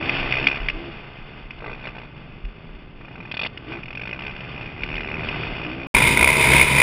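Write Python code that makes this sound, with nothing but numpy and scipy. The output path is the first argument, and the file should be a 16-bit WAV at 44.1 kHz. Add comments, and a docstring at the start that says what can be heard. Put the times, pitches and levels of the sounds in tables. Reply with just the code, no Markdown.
"""Single-cylinder quad bikes race on dirt, heard by a helmet camera shut in a plastic case; a cut leads to revving
at the start gate. Each firing is a burst of gas noise with a shrill ring near 2.4 kHz, over a thump and a pipe note.
The hardest firings, backfires and clacks add short bursts; pipes of near and neighbouring engines sing as gliding
multiples of a firing rate, and the pack roars all around. Wind is deep buffeting noise with low damped thumps.
Both cameras sample slowly, so a mirror image of the sound stands above half their rate."""
import sys
import numpy as np
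from scipy import signal
from scipy.fft import rfft, irfft, next_fast_len
from scipy.io import wavfile
from scipy.ndimage import uniform_filter1d

SR = 44100
rng = np.random.default_rng(int(sys.argv[2]) if len(sys.argv) > 2 else 0)


def transcribe(signal):
    """Save signal, clipped to [-1, 1], as a 16-bit WAV file at the path in sys.argv[1]."""
    frames = np.atleast_2d(signal).T
    limited = np.clip(frames, -1, 1)
    pcm = np.round(limited * 32767).astype(np.int16)
    wavfile.write(sys.argv[1], SR, pcm)


def makeup_ratio(level_db):
    """Linear amplitude ratio for a level in decibels (20 dB per factor of ten)."""
    decades = np.asarray(level_db, float) / 20
    return 10 ** decades


N = 300762
T = np.arange(N) / SR
SIZE = next_fast_len(N + 8192)  # room for filters to ring out
HZ = np.arange(SIZE // 2 + 1) * SR / SIZE + 1e-3  # just above zero, so that its logarithm exists


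# Spells of open throttle on the nearest engines. Each spell holds: rows (t/s, firing rate f/Hz, about),
# blast level/dB at each row, level/dB of the part under 1.5 kHz at each row,
# and (level/dB of extra sizzle, level/dB of ground echo); all levels are relative
THROTTLE_SPELLS = [ ([(.012, 66), (.277, 66), (.325, 66), (.4, 68), (.471, 70), (.53, 68), (.662, 68)],
                   [-23, -20, -19, -16, -18, -20, -30], [-2, 2, -1, -2, -2, 1, 4], (-9, -6)), ([(1.587, 56),
                   (1.625, 56), (1.664, 58), (1.732, 60), (1.827, 64), (1.856, 65), (1.873, 65),
                   (1.921, 63), (1.968, 62), (2.001, 61), (2.035, 61), (2.085, 60)],
                   [-32, -32, -26, -31, -37, -23, -21, -39, -30, -28, -34, -42],
                   [0, 10, 7, 7, 4, 0, 1, 4, 5, 1, 4, 4], (6, -3)), ([(3.013, 25), (3.085, 31), (3.141, 39),
                   (3.158, 45), (3.254, 42), (3.298, 42)], [-36, -33, -41, -33, -34, -41],
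                   [7, 7, 6, 4, 4, 5], (3, -3)), ([(3.316, 38), (3.343, 34), (3.371, 40), (3.416, 50),
                   (3.45, 64), (3.464, 72)], [-22, -18, -16, -19, -18, -19], [-6, -2, -5, -2, -1, 2],
                   (10, -2)), ([(3.707, 64), (3.738, 64), (3.807, 56)], [-30, -25, -34], [5, 3, 2],
                   (5, -2)), ([(3.834, 40), (3.907, 43), (3.975, 46), (4.016, 49), (4.113, 54), (4.193, 68),
                   (4.267, 67), (4.366, 72), (4.45, 68)], [-31, -23, -22, -23, -22, -25, -25, -32, -28],
                   [-6, -6, -7, -6, -3, 1, 0, 1, -1], (-6, -8)), ([(4.546, 60), (4.613, 63), (4.691, 62),
                   (4.735, 66), (4.78, 70), (4.93, 77), (5.021, 76), (5.116, 74), (5.222, 75), (5.287, 76),
                   (5.361, 62)], [-29, -22, -29, -37, -29, -20, -21, -21, -24, -22, -23],
                   [-2, -4, 0, 0, -3, -4, -4, -1, 3, 1, 4], (0, -12)), ([(5.435, 56), (5.601, 60),
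                   (5.733, 60), (5.866, 60)], [-24, -27, -30, -32], [3, 4, 3, 5], (-9, -8)), ([(5.95, 55),
                   (6.023, 55), (6.092, 57)], [-7, -9, -12], [3, 2, -2], (-9, -9)), ([(6.175, 52),
                   (6.229, 58), (6.304, 72), (6.319, 72), (6.343, 74), (6.443, 66), (6.535, 64), (6.63, 64),
                   (6.648, 62), (6.734, 62), (6.768, 60), (6.785, 58), (6.819, 58)],
                   [-5, -4, -5, -14, -12, -10, -8, -7, -15, -13, -12, -3, -4],
                   [-2, 2, -2, 0, 1, 1, 0, -2, -4, -4, 0, -5, -1], (-9, -10))]
# Tone of the near exhaust pipe: (f/Hz, relative level/dB)
PIPE_TONE = [(40, -18), (70, -13), (130, -15.5), (300, -32.5), (450, -7), (700, -13), (1000, -12.5),
             (1500, -22.5)]


def near_engines():
    """Each firing thumps, then blasts gas that returns off the ground and rings the case; the pipe note is more even."""
    scatter_db, even = 2.5, 0.3  # spread of blast levels; share of it that the thump follows
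    jitter_s, lead_s, thump_lead_s = 0.0003, 0.002, 0.001
    echo_delay_s = 0.0045
    rows_of_spells, loads, shares, places = zip(*THROTTLE_SPELLS)
    firing_s = np.concatenate([firings(rows) for rows in rows_of_spells])
    row_s = np.concatenate(rows_of_spells)[:, 0]
    low_db = np.interp(T, row_s, np.concatenate(shares))

    # sizzle and echo change just before each new spell
    changes_s = [rows[0][0] - 0.01 for rows in rows_of_spells[1:]]
    sizzle_db, echo_db = np.array(places)[np.searchsorted(changes_s, T)].T

    level_chance, time_chance = rng.standard_normal((len(firing_s), 2)).T
    blast_db = np.interp(firing_s, row_s, np.concatenate(loads))
    ring_hz = np.where(first_shot(), 2500, 2260)
    gas = blasts(firing_s - lead_s + jitter_s * time_chance, blast_db + scatter_db * level_chance,
                 decay_s=0.0024, rise_s=0.0005, crack=4.5, ring=0.45, ring_hz=ring_hz, stray_hz=220)
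    thump = strikes(firing_s - lead_s - thump_lead_s, blast_db + even * scatter_db * level_chance)
    echo = np.pad(gas, (int(echo_delay_s * SR), 0))[:N]
    gas = gas + makeup_ratio(echo_db) * echo

    rasp = makeup_ratio(-2.5) * case(gas, False)
    high_pass = signal.butter(4, 3150, "high", fs=SR, output="sos")
    sizzle = signal.sosfilt(high_pass, rasp)
    bark = makeup_ratio(-11) * case(gas, True) + makeup_ratio(10.5) * case(thump, True)
    pipe_note = makeup_ratio(25) * colour(thump, gains(PIPE_TONE))
    return rasp + makeup_ratio(sizzle_db) * sizzle + makeup_ratio(low_db) * bark + pipe_note


def firings(rows):
    """Firing times: a whole number of cycles fits between rows, while the rate glides evenly."""
    times = []
    for (s0, rate0), (s1, rate1) in zip(rows, rows[1:]):
        mean_rate = (rate0 + rate1) / 2
        u = np.linspace(0, 1, num=200)
        phase = (rate0 * u + (rate1 - rate0) * u ** 2 / 2) / mean_rate
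        cycles = max(round((s1 - s0) * mean_rate), 1)
        times += list(s0 + (s1 - s0) * np.interp(np.arange(cycles) / cycles, phase, u))
    return np.array(times + [rows[-1][0]])


# The hardest firings, backfires and sharp clacks: (t/s, relative level/dB, level/dB of the part under 1.5 kHz)
HARD_BURSTS = [(0.0937, -10, -38.5), (0.3228, -10.5, -42), (0.4689, 0.5, -14), (0.6847, -8.5, -20),
               (0.6981, -14.5, -6), (1.506, -25, -4.5), (2.45, -32, -11), (3.5738, -22, -34),
               (3.834, -29, -21), (4.017, -23.5, 2), (4.093, -29, -6), (4.2647, -21, -3.5),
               (4.311, -30, -13), (4.363, -24, -15), (4.8339, -14, -7), (4.953, -23, -12),
               (4.964, -19, -14), (5.286, -17.5, -13.5), (6.1925, -11, 6.5), (6.533, -18, -19),
               (6.581, -8.5, -14), (6.6263, -11, -14)]


def hard_bursts():
    """Hardest firings, backfires and clacks: each a short burst of gas with a crack and a ring, through the case."""
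    s, db, low_db = np.transpose(HARD_BURSTS)
    bang = blasts(s, db, decay_s=0.0023, rise_s=0.00067, crack=2.2, ring=0.4)
    low_gain = makeup_ratio(-7 + np.interp(T, s, low_db))
    return makeup_ratio(-2) * case(bang, False) + low_gain * case(bang, True)


# Pipes of near and neighbouring engines singing while they pull:
# (start t/s, length t/s, first firing rate f/Hz, rate at the turn f/Hz, relative level/dB, pipe resonance f/Hz)
PIPE_NOTES = [(-.06, 0.38, 59.9, 69.3, -34.5, 308), (.18, 0.29, 63.26, 62.5, -36.5, 128),
              (0.405, 0.1, 59.8, 69.6, -32.5, 297), (0.721, 0.2, 60.06, 68.8, -38, 330),
              (1.618, 0.41, 56.3, 65, -49.5, 120), (3.1, 0.13, 86.8, 86.4, -43.5, 170),
              (3.664, 0.14, 57.6, 69.3, -38.5, 320), (1.611, .12, 54, 61.1, -45.5, 450),
              (4.4, 0.25, 62.3, 64.2, -44.5, 130), (4.86, 0.16, 79.7, 84.4, -44.5, 170),
              (5.05, 0.65, 69.4, 79, -62, 230), (5.46, 0.17, 44.8, 54.2, -55, 105),
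              (4.8, 0.73, 70, 78.6, -45, 380), (2.1, 0.29, 73.6, 65.1, -46.5, 139),
              (2.55, 0.5, 51.9, 55.7, -55.5, 161), (6.3, 0.36, 65.74, 62.14, -32, 417),
              (5.623, 0.34, 55.7, 68.1, -35, 299), (5.95, 0.31, 53.7, 65.95, -32, 110),
              (6.188, 0.15, 60.1, 73.9, -27, 66), (6.45, 0.21, 63.34, 68.4, -22.5, 108),
              (6.7, 0.11, 63.4, 70.1, -23.5, 115)]


def pipe_notes():
    """Clean multiples of a firing rate that glides to a turn and starts back, loudest near the pipe's resonance."""
    turn, fade_share = 0.632, 0.12  # as shares of the note's length
    floor_db, pipe_width_hz = -17, 74  # floor: strength of multiples far from the resonance
    out = np.zeros(N)
    k = np.arange(1, 13)[:, None]
    for s, length, hz0, hz1, db, pipe_hz in PIPE_NOTES:
        on = slice(max(int(s * SR), 0), min(int((s + length) * SR), N))
        u = np.clip((T[on] - s) / length, 0, 1)
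        hz = hz0 + (hz1 - hz0) * np.sin(np.pi / 2 * u / turn)
        resonance = 1 / (1 + (2 * (k * hz - pipe_hz) / pipe_width_hz) ** 2)
        gain = makeup_ratio(db) * (makeup_ratio(floor_db) + resonance)
        phase = 2 * np.pi * np.cumsum(hz) / SR
        fade = np.clip(np.minimum(u, 1 - u) / fade_share, 0, 1)
        # k squared staggers the starting phases
        out[on] += np.sqrt(2) * fade * np.sum(gain * np.sin(k * phase + k ** 2), axis=0)
    return out


# The pack drawing off and closing in: (t/s, roar through the case level/dB, exhaust rumble level/dB), relative
PACK_LEVELS = [(0, -29, -30.5), (.28, -30, -36.5), (.5, -37, -35.5), (.85, -40.5, -37.5),
               (1.03, -42.5, -41), (1.5, -47, -41.5), (1.66, -48.5, -40.5), (2.06, -49, -42),
               (2.9, -49.5, -41.5), (3.62, -45.5, -38), (3.72, -36.5, -33.5), (3.86, -49, -40),
               (4.2, -46, -36.5), (4.5, -39, -37), (5.05, -46, -33), (5.35, -30.5, -29), (5.55, -35, -31.5),
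               (5.86, -41, -37), (5.95, -19, -22), (6.13, -16, -20.5), (6.2, -23, -25), (6.31, -22, -26.5),
               (6.4, -17.5, -25), (6.6, -16.5, -21.5), (6.66, -19, -27), (6.82, -19, -25.5)]
# Three further engines, a list for each: (t/s, firing rate f/Hz)
PACK_RATES = [
    [(0, 42), (1.05, 59), (2, 57), (2.95, 35), (4.3, 45), (5.5, 37), (6.1, 52), (6.82, 60)],
    [(0, 80), (1.75, 63), (2.75, 53), (3.6, 66), (4.9, 55), (5.6, 56), (6, 71), (6.82, 67)],
    [(0, 64), (1, 73), (2.7, 80), (3.5, 50), (4.9, 82), (5.6, 79), (6, 64), (6.82, 76)],
]
# Tone of the exhaust rumble: (f/Hz, relative level/dB)
RUMBLE_TONE = [(40, -2), (70, -8), (130, -2), (200, -7), (300, -8.5), (420, -12.5), (700, -58)]


def pack():
    """Further engines: their long blasts blur into a throbbing roar over a lumpy rumble."""
    steady = 0.35  # unbroken noise beside the throb
    scatter_db, even, jitter_s = 4, 0.3, 0.0004
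    roar_db, rumble_db = curve(PACK_LEVELS)
    # the part under 1.5 kHz gains on the rest as the roar fades with distance
    middle_db = np.where(first_shot(), -1, -2.5) - 0.18 * (roar_db + 44.5)

    phases = [np.cumsum(curve(rows)[0]) / SR for rows in PACK_RATES]
    firing_s = np.concatenate([np.interp(np.arange(1, p[-1]), p, T) for p in phases])
    level_chance, time_chance = rng.standard_normal((len(firing_s), 2)).T
    firing_s = firing_s + jitter_s * time_chance

    throb = unit(blasts(firing_s, scatter_db * level_chance, decay_s=0.022, rise_s=0.0016, crack=1.7))
    roar = throb + steady * rng.standard_normal(N)
    beat = strikes(firing_s, even * scatter_db * level_chance)
    middle = roar + 1.3 * unit(beat)
    tone = gains(RUMBLE_TONE)
    rumble = unit(colour(beat, tone)) + 0.5 * unit(colour(rng.standard_normal(N), tone))
    return (makeup_ratio(roar_db) * unit(case(roar, False)) + makeup_ratio(roar_db + middle_db) * unit(case(middle, True))
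            + makeup_ratio(rumble_db) * unit(rumble))


# Wind thumps as gusts strike the microphone: (t/s, relative level/dB, f/Hz, time to fall by 60 dB t/s)
WIND_THUMPS = [(0.599, -11, 36, 0.24), (0.732, -11.5, 29.5, 0.16), (2.438, -7.5, 38.8, 0.15),
               (4.811, -21, 35, 0.29), (4.919, -19.5, 38, 0.39), (5.489, -16.5, 34.8, 0.2)]


def wind_thumps():
    """A gust strikes the microphone: a low sine, 29 to 39 Hz, that swells quickly and dies away."""
    onset_s = 0.022
    out = 0
    for s, db, hz, t60 in WIND_THUMPS:
        t = np.maximum(T - s, 0)
        envelope = (1 - np.exp(-t / onset_s)) * np.exp(-np.log(1000) * t / t60)
        out = out + makeup_ratio(db) * envelope * np.sin(2 * np.pi * hz * t)
    return out


# Wind on the microphone, calmer while the bike slows for the bend: (t/s, relative level/dB before the buffets)
WIND_LEVELS = [(0, -38.5), (2, -42.5), (3.4, -46), (4.4, -50), (4.8, -42), (5.86, -47), (5.95, -32),
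               (6.82, -43)]


def wind():
    """Air buffets the microphone: deep noise whose level wanders at random."""
    gust_db, gust_s = 5, 0.091  # spread and smoothing length of the buffets
    hold = int(gust_s * SR)
    gusts = unit(uniform_filter1d(uniform_filter1d(rng.standard_normal(N), hold), hold))
    tone = gains([(8, -29), (20, 5.5), (45, -7.5), (70, -24), (120, -52)])
    air = unit(colour(rng.standard_normal(N), tone))
    return makeup_ratio(curve(WIND_LEVELS)[0] + gust_db * gusts) * air


# Resonances of each camera case, a list for each: (f/Hz, width f/Hz, relative level/dB)
CASE_RESONANCES = [
    [(380, 180, -12), (580, 56, -23.5), (925, 260, -23), (1177, 27, -9.5), (1510, 70, -13.5),
     (2081, 95, -8), (2508, 256, -6), (2838, 160, -9.5), (3456, 118, -19)],
    [(370, 49, -6.5), (640, 20, -2), (963, 106, 2.5), (1490, 300, -11.5), (2137, 190, 1.5), (2446, 227, 2),
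     (3000, 170, -9), (3390, 52, -6.5), (3645, 250, -9), (4200, 71, -32), (4905, 150, -17.5)],
]
# What each case lets through between its resonances, a list for each: (f/Hz, relative level/dB)
CASE_LEAKAGE = [
    [(100, -47.5), (300, -25), (600, -11.5), (1100, -15), (1800, -16), (3000, -18.5), (3550, -17),
     (3900, -41), (4100, -81.5)],
    [(100, -28.5), (300, -14.5), (500, -5.5), (750, -20.5), (1300, -12.5), (3000, -30.5), (4100, -22.5),
     (5600, -27), (6100, -35)],
]


def case(x, low):
    """Through the case in use: the part under (low) or over 1.5 kHz, white noise leaving as loud as it came."""
    out = []
    for modes, wall in zip(CASE_RESONANCES, CASE_LEAKAGE):
        power = gains(wall) ** 2
        for hz, width, db in modes:
            peak = makeup_ratio(2 * db) / (1 + (2 * (HZ - hz) / width) ** 2) ** 1.38
            power = power + peak * (HZ < wall[-1][0])
        power = power / (1 + (HZ / 1500 if low else 1500 / HZ) ** 12)
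        out.append(colour(x, np.sqrt(power / power.mean())))
    return np.where(first_shot(), *out)


def blasts(s, db, decay_s, rise_s, crack, ring=0.0, ring_hz=2400, stray_hz=330):
    """A crack and a swelling, dying puff at each time: gas noise, plus a shrill ring whose pitch strays."""
    clicks = strikes(s, db)
    puff = clicks
    for t in (decay_s, rise_s):
        puff = signal.lfilter([1], [1, -np.exp(-1 / (t * SR))], puff)
    stray = unit(uniform_filter1d(uniform_filter1d(rng.standard_normal(N), size=90), size=90))
    shrill = np.sin(2 * np.pi * np.cumsum(ring_hz + stray_hz * stray) / SR)
    gas = rng.standard_normal(N) + ring * shrill
    return puff / (rise_s * SR) * gas + crack * clicks


def strikes(s, db):
    """One single-sample click at each time."""
    clicks = np.zeros(N)
    np.add.at(clicks, np.clip((s * SR).astype(int), 0, N - 1), makeup_ratio(db))
    return clicks


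def first_shot():
    """True at every moment before the second shot starts."""
    return T < SHOTS[1][0]


def curve(rows):
    """Draws the columns of a table as straight lines along time."""
    s, *columns = np.transpose(rows)
    return [np.interp(T, s, c) for c in columns]


def gains(points):
    """Gain at every frequency from (f/Hz, level/dB) points, almost nothing past both ends."""
    hz, db = np.transpose(points)
    return makeup_ratio(np.interp(np.log(HZ), np.log(hz), db, left=-90, right=-90))


def colour(x, gain):
    """Filters with this gain and the least delay, as a body rings only after it is struck."""
    # folding the cepstrum (transform of the log gain) gives the phase
    cepstrum = irfft(np.log(gain + 1e-6), SIZE)
    cepstrum[1:SIZE // 2] *= 2
    cepstrum[SIZE // 2 + 1:] = 0
    return irfft(rfft(x, SIZE) * np.exp(rfft(cepstrum)), SIZE)[..., :N]


def unit(x):
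    """Scales a sound to an rms (average strength) of 1."""
    return x / np.sqrt(np.mean(x ** 2))


def scene():
    """All sources add up at one microphone."""
    return (near_engines() + hard_bursts() + pipe_notes() + pack() + wind_thumps() + wind())[None]


def band_limit(x):
    """A steep low-pass at the top of the band."""
    return signal.sosfilt(signal.butter(12, 16370, fs=SR, output="sos"), x)


# The two shots: (start t/s, end t/s, camera sample rate f/Hz, top f/Hz)
SHOTS = [(0, 5.87, 8000, 5720), (5.942, 6.83, 12000, 15200)]
# Gain of the mirror image in each camera, a list for each: (f/Hz, level/dB)
MIRROR_GAIN = [
    [(3900, -56), (4150, -2.5), (4600, -9.5), (5200, -21.5), (5800, -39)],
    [(5900, -43), (6200, -0.5), (8000, -5), (10000, -14), (12000, -32), (14000, -22.5), (15600, -21)],
]


def record(dry):
    """Peaks are rounded; each camera adds its mirror image and cuts the top; silence lies between the shots."""
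    out = 0
    dry = np.tanh(0.58 * dry) / 0.69
    for (start, end, rate, top), mirror in zip(SHOTS, MIRROR_GAIN):
        # multiplying by a tone at the sample rate flips the spectrum about half that rate
        flipped = 2 * dry * np.cos(2 * np.pi * rate * T)
        image = colour(flipped, gains(mirror))
        low_pass = signal.ellip(10, 0.5, 95, top, fs=SR, output="sos")
        shot = signal.sosfilt(low_pass, dry + image)
        out = out + shot * ((T >= start) & (T < end))
    return band_limit(out)


dry = scene()
out = record(dry)
transcribe(out)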